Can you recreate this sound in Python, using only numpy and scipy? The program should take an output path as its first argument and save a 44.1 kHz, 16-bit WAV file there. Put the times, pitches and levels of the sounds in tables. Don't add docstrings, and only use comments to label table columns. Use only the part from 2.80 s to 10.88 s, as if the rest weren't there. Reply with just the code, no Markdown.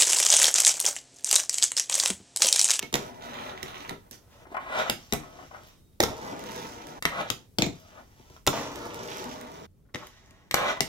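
import sys
import numpy as np
from scipy import signal
from scipy.fft import rfft, irfft, next_fast_len
from scipy.io import wavfile
from scipy.ndimage import uniform_filter1d, map_coordinates

SR = 44100
rng = np.random.default_rng(int(sys.argv[2]) if len(sys.argv) > 2 else 0)


def waveform_to_disk(signal):
    frames = np.transpose(np.atleast_2d(signal))
    scaled = np.clip(frames, -1, 1) * 32767
    samples = np.round(scaled).astype(np.int16)
    wavfile.write(sys.argv[1], SR, samples)


N = 356306

ATTEMPT_EDGES = [0, 1.65, 4.194, 6.865, 8.1]
# [t/s, delay of the left microphone/ms]
BOARD_PLACE = [(0, -.07), (.14, 0.26), (.3, 0.44), (1.36, 0.47), (1.42, -0.0097), (1.7, -0.229),
               (2.9, -0.24), (3.1, 0.35), (3.25, 0.15), (3.65, .45), (4.2, 0.43), (4.21, -.2),
               (5.55, -0.27), (5.67, 0.016), (6.15, 0.25), (6.4, 0.39), (6.86, 0.53), (6.87, 0.1),
               (7.2, -0.072), (8.08, -0.2)]

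# [t/s, drumming level/dB, grit level/dB]
ROLLS_AWAY = [
    [(.41, -48, -57.5), (.5, -42, -55.5), (.72, -42.5, -60), (.82, -52, -55), (.9, -46.5, -54),
     (1.08, -48.5, -59.5), (1.13, -42.5, -63), (1.19, -72, -81), (1.28, -56, -97)],
    [(3.28, -36.5, -50), (3.358, -44, -56), (3.462, -39, -52), (3.57, -42.5, -57), (3.7, -43.5, -52.5),
     (3.79, -41, -49.5), (3.952, -47.5, -56.5), (4.185, -46, -57)],
    [(5.73, -32, -35.5), (5.83, -39.5, -42), (5.946, -42.5, -51), (6.1, -43, -53), (6.356, -42.5, -49),
     (6.55, -44, -53.5), (6.7, -48, -59), (6.855, -48.5, -61.5)],
]
# [t/s, drumming level/dB, grit level/dB]
POP_PUSHES = [
    [(1.8, -40.5, -60), (1.864, -42.5, -61.5), (1.94, -33, -49.5), (1.99, -28, -35.5), (2.02, -28, -45),
     (2.05, -50, -48), (2.085, -35.5, -42)],
    [(4.29, -51, -50), (4.334, -38, -51), (4.412, -28.5, -41.5), (4.436, -42, -73), (4.464, -37.5, -59),
     (4.49, -62, -42)],
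    [(7.765, -33, -33), (7.79, -27, -43), (7.83, -31, -41.5), (7.907, -29.5, -36.5), (7.955, -45, -70),
     (7.975, -31, -58), (7.99, -71, -65)],
]
# [t/s, drumming level/dB, grit level/dB]
RAIL_GRINDS = [
    [(2.16, -52, -60), (2.218, -58, -55), (2.29, -62, -62), (2.31, -61, -55)],
    [(2.4, -45, -58), (2.488, -47, -62), (2.628, -46.5, -58.5), (2.698, -65, -62.5), (2.73, -46.5, -62.5),
     (2.892, -57, -58.5), (3.0, -78.5, -76.5)],
    [(4.93, -54, -58), (4.982, -60, -62.5), (5.204, -47.5, -63.5), (5.25, -65, -69), (5.574, -59.5, -60.5),
     (5.598, -82, -92), (5.63, -78, -78)],
]
# [t/s, drumming level/dB, grit level/dB]
RATTLES_AND_HANDLING = [
    [(0.0, -49, -38), (0.02, -54, -52), (0.028, -46, -38.5), (0.082, -71, -86), (0.1, -67, -73)],
    [(0.18, -41, -63), (0.206, -40.5, -52.5), (0.364, -49, -72), (0.4, -45, -62)],
    [(1.32, -58.5, -41), (1.378, -60.5, -84), (1.45, -68, -78), (1.53, -61, -59.5), (1.64, -57, -61.5)],
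    [(1.67, -43, -73), (1.676, -54, -68), (1.694, -66.5, -69), (1.724, -38.5, -64), (1.735, -48, -65)],
    [(4.58, -57, -67), (4.644, -76, -69.5), (4.656, -64, -75), (4.662, -79.5, -81.5), (4.68, -83, -102)],
    [(7.17, -56, -55.5), (7.212, -50, -53), (7.23, -53, -53), (7.314, -66, -59), (7.69, -66, -72.5)],
    [(8.04, -50, -53), (8.062, -45, -55), (8.08, -56, -54)],
]
# [tabletop, deck: level over drumming/dB; wheels, axles, fizz: level over grit/dB]
MIX_ROLL = (6, 0.5, -3.5, -2.5, -13)
MIX_FIRST_ROLL = (3, 4, 1, -3.5, -11.5)
MIX_PUSH = (-5.5, 6.5, 2, -2.5, -8.5)
MIX_GRIND = (-0.5, -2, -2, 2, 2)
MIX_RATTLES_AND_HANDLING = (3.5, 0, -2.5, -1.5, -7.5)
GRIT_SHARE = (0.0, .25, .85, 1.0, 1.05)
EDGE_S, OFF_DB = 0.015, -100

# [f/Hz, width/Hz, level/dB]
TABLE_MODES = [(39, 33, -21.5), (61.6, 57, -9.5), (126, 37, -3), (161.7, 25, -0.5), (241.4, 59, -0.5),
               (294.8, 34.4, 1), (378.7, 42, 1), (480, 39, -0.5), (622.7, 39, -0.5), (696.6, 12, 2.5),
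               (888, 100, -0.5)]
# [f/Hz, width/Hz, level/dB]
DECK_MODES = [(598.4, 92, -3), (787.4, 86, -1), (995, 260, -3.5), (1106, 150, 0), (1297, 74, -1),
              (1476, 81, -4), (1694, 84, -8.5), (1870, 56, -7.5), (2005, 62, -6.5), (2117, 39, -15),
              (2340, 110, -10), (2980, 59, -10.5), (2985, 130, -16)]
# [f/Hz, width/Hz, level/dB]
WHEEL_MODES = [(1964, 760, -2.5), (2946, 535, 9), (3114, 740, 8), (3835, 665, 1)]
# [f/Hz, width/Hz, level/dB]
AXLE_MODES = [(4780, 980, -1.5), (5648, 317, 6), (6045, 670, 1.5), (7420, 980, -4.5)]
# [f/Hz, width/Hz, level/dB]
FIZZ_MODES = [(8940, 1800, 2), (11730, 900, 6), (12810, 2800, 2.5), (15800, 400, -19.5)]
# [t/s, level/dB]
TURNING_NOTE = [(7.26, -104), (7.33, -66), (7.6, -72), (7.68, -75)]
TICKS_PER_S, FIZZ_TICK_DB, AXLE_TICK_DB = 110, 5, -2

# [t/s, level/dB, thump level/dB, knock level/dB, knock f/Hz, brightness level/dB]
BOARD_CONTACTS = [(0.0265, -25.5, -5.5, -25, 2130, -17), (0.127, -26.5, -1.5, -12, 1880, -8),
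                  (0.14, -8.5, -9.5, -20, 830, -15), (0.1544, -17.5, -17.5, -5, 840, -11.5),
                  (0.7771, -43.5, -10, 10.5, 2350, -27), (.829, -24, -7, -10.5, 2110, -13),
                  (0.8616, -42.5, 1, 5.5, 2170, -23), (1.0938, -26.5, -18.5, -5, 2000, -12.5),
                  (1.1089, -39.5, 10.5, 7, 850, -23), (1.3109, -38, -3, -28, 2370, -1),
                  (2.0973, -8.5, -16.5, -15.5, 796, -14), (2.3234, -15, -3, -41, 2470, -13.5),
                  (2.3344, -16, -6.5, -7, 840, -6.5), (3.2004, -24, 1, -27, 1400, -16),
                  (3.203, -6, -13, -7, 593, -13.5), (3.2274, -17.5, -1.5, -26.5, 820, -8),
                  (3.235, -12, -14.5, -10.5, 975, -13), (3.2372, -14, -15.5, -12.5, 950, -17),
                  (3.258, -32.5, -15, 4, 865, -21), (4.2243, -21.5, -35, -8, 1830, -9),
                  (4.2533, -13, -11, -0.5, 2030, -10.5), (4.5014, -12, -14.5, -16, 1440, -13),
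                  (4.785, -10, -4.5, -20, 844, -17.5), (4.8207, -7.5, -9, -22, 800, -21.5),
                  (4.8631, -26.5, 6, -5.5, 786, -17), (4.8704, -43, -3.5, -26, 842, -12),
                  (5.395, -60.5, 17.5, -20.5, 880, -24), (5.4995, -46.5, 3.5, -10.5, 2200, -13),
                  (5.5647, -46, -30, -4.5, 1290, -17), (5.6659, -15.5, -11.5, -10, 2350, -8),
                  (5.6735, -4.5, -14, -11, 616, -16.5), (5.6773, -11.5, -10, -6, 990, -17.5),
                  (7.1408, -40.5, 5.5, -10, 802, -9.5), (7.1454, -22.5, -4, -10.5, 2010, -18),
                  (7.1574, -36.5, -7, 9.5, 2310, -15), (7.269, -34.5, -21, -30, 2340, -10.5),
                  (7.5076, -47.5, -3, -21.5, 1870, -10), (7.7109, -17.5, -21, -12, 2060, -15),
                  (7.7422, -5.5, -30, -10, 890, -13.5), (8.0056, -9, -12.5, -14, 784, -11)]
# [t/s, level/dB]
WHEEL_SPECKS = [(3.5934, -34), (3.6385, -35.5), (3.6656, -39.5), (3.7, -47), (3.718, -33.5), (3.761, -34),
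                (3.799, -41), (3.8166, -41), (4.0692, -37.5), (5.9574, -31.5), (6.055, -38), (6.144, -35),
                (6.3013, -37), (6.37, -32), (6.441, -33), (6.612, -35), (6.6706, -47), (6.717, -46)]
CHATTER_T60_S, SPECK_T60_S = 0.012, 0.0033
SNAP_S = 0.0011
PAN_DB_PER_MS, PAN_SCATTER_DB = -24, 5

# [f/Hz, level/dB, t60/s]
LEDGE_MODES = [(2200, -33, 0.1), (3060, -42, .07)]
LEDGE_S = 0.029
# [t/s, relative level/dB, length/s]
DECK_SCUFFS = [(1.649, -44, 0.027), (1.742, -23.5, 0.022), (1.766, -19.5, 0.019), (2.06, -23.5, 0.026),
               (2.43, -39, 0.023), (2.585, -39, 0.025), (2.624, -37.5, 0.022), (2.709, -38, 0.022),
               (2.735, -37.5, 0.064), (4.317, -26, 0.03), (5.171, -39.5, 0.033), (7.05, -65, .03),
               (7.085, -59.5, .03), (7.19, -48, 0.04), (7.221, -38, 0.021)]
# [f/Hz, t60/s]
RAIL_MODES = [(3770, 1), (4950, 1), (7050, 0.44), (8600, 0.27)]
# [t/s, level/dB, f that the spot favours/Hz]
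RAIL_TOUCHES = [(2.874, -65.5, 3944), (4.821, -62, 8680), (4.93, -64.5, 4950), (5.58, -82.5, 6840)]

# [f/Hz, t60/s, level/dB]
ROOM_WALLS = [(100, 0.41, -4.5), (705, 0.18, 1), (4800, 0.27, -7.5), (13120, 0.2, -4.5)]
# [f/Hz, left over right level/dB]
ROOM_LEAN = [(60, 0.5), (200, 4), (600, 0.5), (4000, -5)]
# [f/Hz, likeness]
DIFFUSE_LIKENESS = [(60, 1), (130, 0.58), (300, 0.61), (700, 0.079), (2000, 0.18)]
# [f/Hz, relative level per Hz/dB]
HUSH_SPECTRUM = [(15, -22), (25, -1.5), (105, 0.5), (250, -10.5), (416, -14.5), (695, -24.5), (2000, -35.5),
                 (16000, -33.5)]
HISS_GAINS = [4.5, 1, 2, -6.5]
AIR_DB, HISS_HZ = -58.5, 700
TOP_HZ = 16000


def amp(db):
    return 10 ** (np.asarray(db) / 20)


def unit(x):
    return x / np.sqrt(np.mean(x ** 2) + 1e-20)


def along(points, hz, column=1):
    point_hz, *values = np.transpose(points)
    return np.interp(np.log(hz + 1), np.log(point_hz + 1), values[column - 1])


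def curves(rows):
    s, *columns = np.transpose(rows)
    return [np.interp(np.arange(N) / SR, s, column) for column in columns]


def wobble(rate):
    knots = rng.standard_normal(int(N * rate / SR) + 4)
    return map_coordinates(knots, [np.arange(N) * rate / SR])


def lean(db):
    return amp([db / 2, -db / 2])


def filtered(x, response):
    n = x.shape[-1]
    size = next_fast_len(n + 8192)
    spectrum = rfft(x, size) * response(np.fft.rfftfreq(size, 1 / SR))
    return irfft(spectrum, size)[..., :n]


def body(modes):
    def response(f):
        total = 0
        for k, (hz, width, db) in enumerate(modes):
            resonance = width * 1j * f / (hz * hz - f * f + width * 1j * f)
            total = total + (-1) ** k * amp(db) * resonance
        return total
    return response


def diffuse(size, colour):
    def split(hz):
        angle = np.arccos(np.clip(along(DIFFUSE_LIKENESS, hz), -1, 1)) / 2
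        return colour(hz) * [np.cos(angle), np.sin(angle)]
    mid, side = filtered(rng.standard_normal((2, size)), split)
    return np.array([mid + side, mid - side])


def bumps(rate, spread_db, share):
    sizes = amp(spread_db * np.minimum(rng.exponential(size=N), 3.5))
    specks = (rng.random(N) < rate / SR) * sizes
    burst = np.exp(-np.arange(80) / 11)
    crackle = signal.fftconvolve(specks, burst)[:N] * rng.standard_normal(N)
    return rng.standard_normal(N) + share * unit(crackle)


def strokes():
    power, t = 0, np.arange(0, N / SR + 0.002, 0.002)
    kinds = [(ROLLS_AWAY[:1], MIX_FIRST_ROLL), (ROLLS_AWAY[1:], MIX_ROLL), (POP_PUSHES, MIX_PUSH),
             (RAIL_GRINDS, MIX_GRIND), (RATTLES_AND_HANDLING, MIX_RATTLES_AND_HANDLING)]
    for kind, mix in kinds:
        for rows in kind:
            fade_in = (rows[0][0] - EDGE_S, OFF_DB, OFF_DB)
            fade_out = (rows[-1][0] + EDGE_S, OFF_DB, OFF_DB)
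            s, *columns = np.transpose([fade_in, *rows, fade_out])
            drum_db, grit_db = (np.interp(t, s, column) for column in columns)
            level_db = np.array(mix)[:, None] + drum_db + np.outer(GRIT_SHARE, grit_db - drum_db)
            power = power + amp(level_db) ** 2
    return curves(np.column_stack([t, 10 * np.log10(power).T]))


def rolling():
    table_db, deck_db, wheel_db, axle_db, fizz_db = strokes()
    delay_ms, = curves(BOARD_PLACE)
    lumps = wobble(70)

    table_noise = unit(filtered(bumps(300, 3.0, share=0.64), body(TABLE_MODES)))
    table = amp(table_db - 7 + 0.3 * lumps) * table_noise
    deck_noise = unit(filtered(bumps(400, 2.2, share=0.63), body(DECK_MODES)))
    deck = amp(deck_db - 4 + 1.1 * lumps) * deck_noise

    grit = bumps(230, 2.4, share=0.8 + 2.8 * np.clip(delay_ms, 0, 1))
    wheels = amp(wheel_db - 1.5 + 1.4 * lumps) * unit(filtered(grit, body(WHEEL_MODES)))
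    ticks = (rng.random(N) < TICKS_PER_S / SR) * rng.standard_normal(N)
    ticks = unit(ticks * np.clip(delay_ms + 0.1, 0, 0.35))
    axle_drive = unit(grit) + amp(AXLE_TICK_DB) * ticks
    axles = amp(axle_db - 3) * unit(filtered(axle_drive, body(AXLE_MODES)))

    hardest = unit(grit * np.abs(grit) ** 0.55) + amp(FIZZ_TICK_DB) * ticks
    fizz_response = lambda f: body(FIZZ_MODES)(f) * f ** 4 / (f ** 4 + 1600.0 ** 4)
    fizz = amp(fizz_db - 2) * unit(filtered(hardest, fizz_response))

    note_noise = unit(filtered(rng.standard_normal(N), body([(1880, 180, 0)])))
    note = amp(curves(TURNING_NOTE)[0]) * note_noise
    drone = table * lean(2.5)[:, None] + (deck + note) * lean(-4 * delay_ms)
    return drone, (wheels + axles + fizz) * lean(-14 * delay_ms)


def hush():
    air_noise = unit(diffuse(N, lambda hz: amp(along(HUSH_SPECTRUM, hz))))
    air = amp(AIR_DB + 0.5 * wobble(19)) * air_noise
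    hiss = filtered(air, lambda hz: hz ** 2 / (hz ** 2 + HISS_HZ ** 2))
    attempt = np.searchsorted(ATTEMPT_EDGES, np.arange(N) / SR, side="right") - 1
    return air - hiss + amp(np.take(HISS_GAINS, attempt)) * hiss


def knocked(db, spot_hz):
    t = np.arange(SR // 12) / SR
    ring = 0
    for hz, width, level_db in DECK_MODES:
        favour_db = -40 * abs(np.log(hz / spot_hz))
        decay = np.exp(-np.pi * 1.5 * width * t)
        ring = ring + amp(level_db + favour_db) * decay * np.sin(2 * np.pi * hz * t)
    return amp(db) * ring


def contacts():
    push, knock, hard, bright = np.zeros((4, 2, N + SR // 10))
    t = np.arange(SR // 40) / SR
    rows = [(*row, CHATTER_T60_S) for row in BOARD_CONTACTS]
    rows += [(s, db, -40, -20, 2000, -7, SPECK_T60_S) for s, db in WHEEL_SPECKS]
    delay_ms, = curves(BOARD_PLACE)
    for s, db, thump_db, knock_db, knock_hz, bright_db, t60 in rows:
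        start = round(s * SR)
        at = slice(start, start + len(t))
        pan_db = PAN_DB_PER_MS * delay_ms[start] + PAN_SCATTER_DB * rng.standard_normal()

        chatter = rng.standard_normal(len(t)) * (1 - np.exp(-t / 0.00077)) * amp(-60 * t / t60)
        chatter[round(SNAP_S * SR)] = 3.6
        chatter = amp(db) * chatter / np.abs(chatter).max() * lean(pan_db)[:, None]
        hard[:, at] += chatter
        bright[:, at] += amp(bright_db) * chatter

        ring = knocked(db + knock_db + 5.5, knock_hz) * lean(pan_db / 2)[:, None]
        knock[:, start:start + ring.shape[1]] += ring
        blow = t / 0.00046 * np.exp(-t / 0.00033) * rng.choice([-1, 1])
        push[:, at] += amp(db + thump_db) * blow * lean(3.2)[:, None]

    metal = lambda f: amp(18) * body(WHEEL_MODES)(f) - amp(13.5) * body(AXLE_MODES)(f)
    clack = filtered(hard, metal) + knock + amp(17.5) * filtered(bright, body(FIZZ_MODES))
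    thump = amp(20) * filtered(push, body(TABLE_MODES))
    return (clack + thump)[:, :N]


def ledge():
    out, t = np.zeros(N), np.arange(SR // 4) / SR
    ring = sum(amp(db - 60 * t / t60) * np.sin(2 * np.pi * hz * t) for hz, db, t60 in LEDGE_MODES)
    out[round(LEDGE_S * SR):][:len(t)] = ring * (1 - np.exp(-t / 0.008))
    return out


def scuffs():
    stroke = np.zeros(N + SR)
    for s, db, length in DECK_SCUFFS:
        progress = np.arange(round(length * SR)) / (length * SR)
        stroke[round(s * SR):][:len(progress)] += amp(db - 7) * np.sin(np.pi * progress ** 0.25)
    rubbing = stroke[:N] * bumps(820, 1.8, share=0.61)
    grain = filtered(rubbing, body(DECK_MODES + [(2310, 780, -15.5)]))
    return amp(15.5) * grain * lean(7)[:, None]


def rail():
    out, t = np.zeros(N + SR), np.arange(SR) / SR
    for s, db, spot_hz in RAIL_TOUCHES:
        ring = 0
        for hz, t60 in RAIL_MODES:
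            favour_db = -70 * abs(np.log(hz / spot_hz))
            ring = ring + amp(favour_db - 60 * t / t60) * np.sin(2 * np.pi * hz * t)
        out[round(s * SR):][:SR] += amp(db) * ring * (1 - np.exp(-t / 0.01))
    return out[:N]


def spaced(x):
    half = curves(BOARD_PLACE)[0] * SR / 2000
    left = map_coordinates(x[0], [np.arange(N) - half])
    right = map_coordinates(x[1], [np.arange(N) + half])
    return np.array([left, right])


def room(x):
    out, step, size = np.zeros((2, N + 2 * SR)), SR // 4, SR // 3
    for start, end in zip(ATTEMPT_EDGES, ATTEMPT_EDGES[1:]):
        stop = round(end * SR)
        for i in range(round(start * SR), min(stop, N), step):
            hz, t, z = signal.stft(diffuse(size, np.ones_like), SR, nperseg=256)
            decay = amp(-60 * t / along(ROOM_WALLS, hz)[:, None])
            tail = signal.istft(z * decay, SR, nperseg=256)[1]
            tail *= 1 - np.exp(-(np.arange(tail.shape[1]) / SR / 0.00067) ** 2)
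            tail /= np.linalg.norm(tail[0])
            piece = x[None, i:min(i + step, stop)]
            wet = signal.fftconvolve(piece, tail, axes=1)[:, :stop - i]
            out[:, i:i + wet.shape[1]] += wet
    colour = lambda hz: amp(along(ROOM_WALLS, hz, column=2)) * lean(along(ROOM_LEAN, hz))
    return filtered(out[:, :N], colour)


def wash(x):
    hz, t, z = signal.stft(x, SR, nperseg=1024, noverlap=768)
    keep = amp(-60 * t[1] / along(ROOM_WALLS, hz)) ** 2
    energy, held = np.zeros(z.shape), 0
    for i in range(1, len(t)):
        held = held * keep + (1 - keep) * np.abs(z[:, i - 1]) ** 2
        same_attempt = np.searchsorted(ATTEMPT_EDGES, t[i]) == np.searchsorted(ATTEMPT_EDGES, t[i - 1])
        held = held * same_attempt
        energy[:, i] = held
    field = signal.stft(diffuse(N, np.ones_like), SR, nperseg=1024, noverlap=768)[2]
    level = np.sqrt(uniform_filter1d(energy, size=3, axis=0)) * lean(along(ROOM_LEAN, hz))[..., None]
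    shaped = unit(field.real) * level + 1j * unit(field.imag) * level
    return signal.istft(shaped, SR, nperseg=1024, noverlap=768)[1][:, :N]


def scene():
    drone, grit = rolling()
    hits = contacts() + scuffs() + rail() + ledge()
    reflections = room(amp(0.5) * drone.mean(0) + amp(-0.5) * hits.mean(0))
    echoes = reflections + amp(-2.5) * wash(grit.mean(0))
    return spaced(drone + grit + hits) + echoes + hush()


def record(dry):
    rounded = dry / (1 + np.abs(dry / 0.92) ** 6) ** (1 / 6)
    return filtered(rounded, lambda hz: 1 / (1 + (hz / TOP_HZ) ** 90))


dry = scene()
out = record(dry)
waveform_to_disk(out)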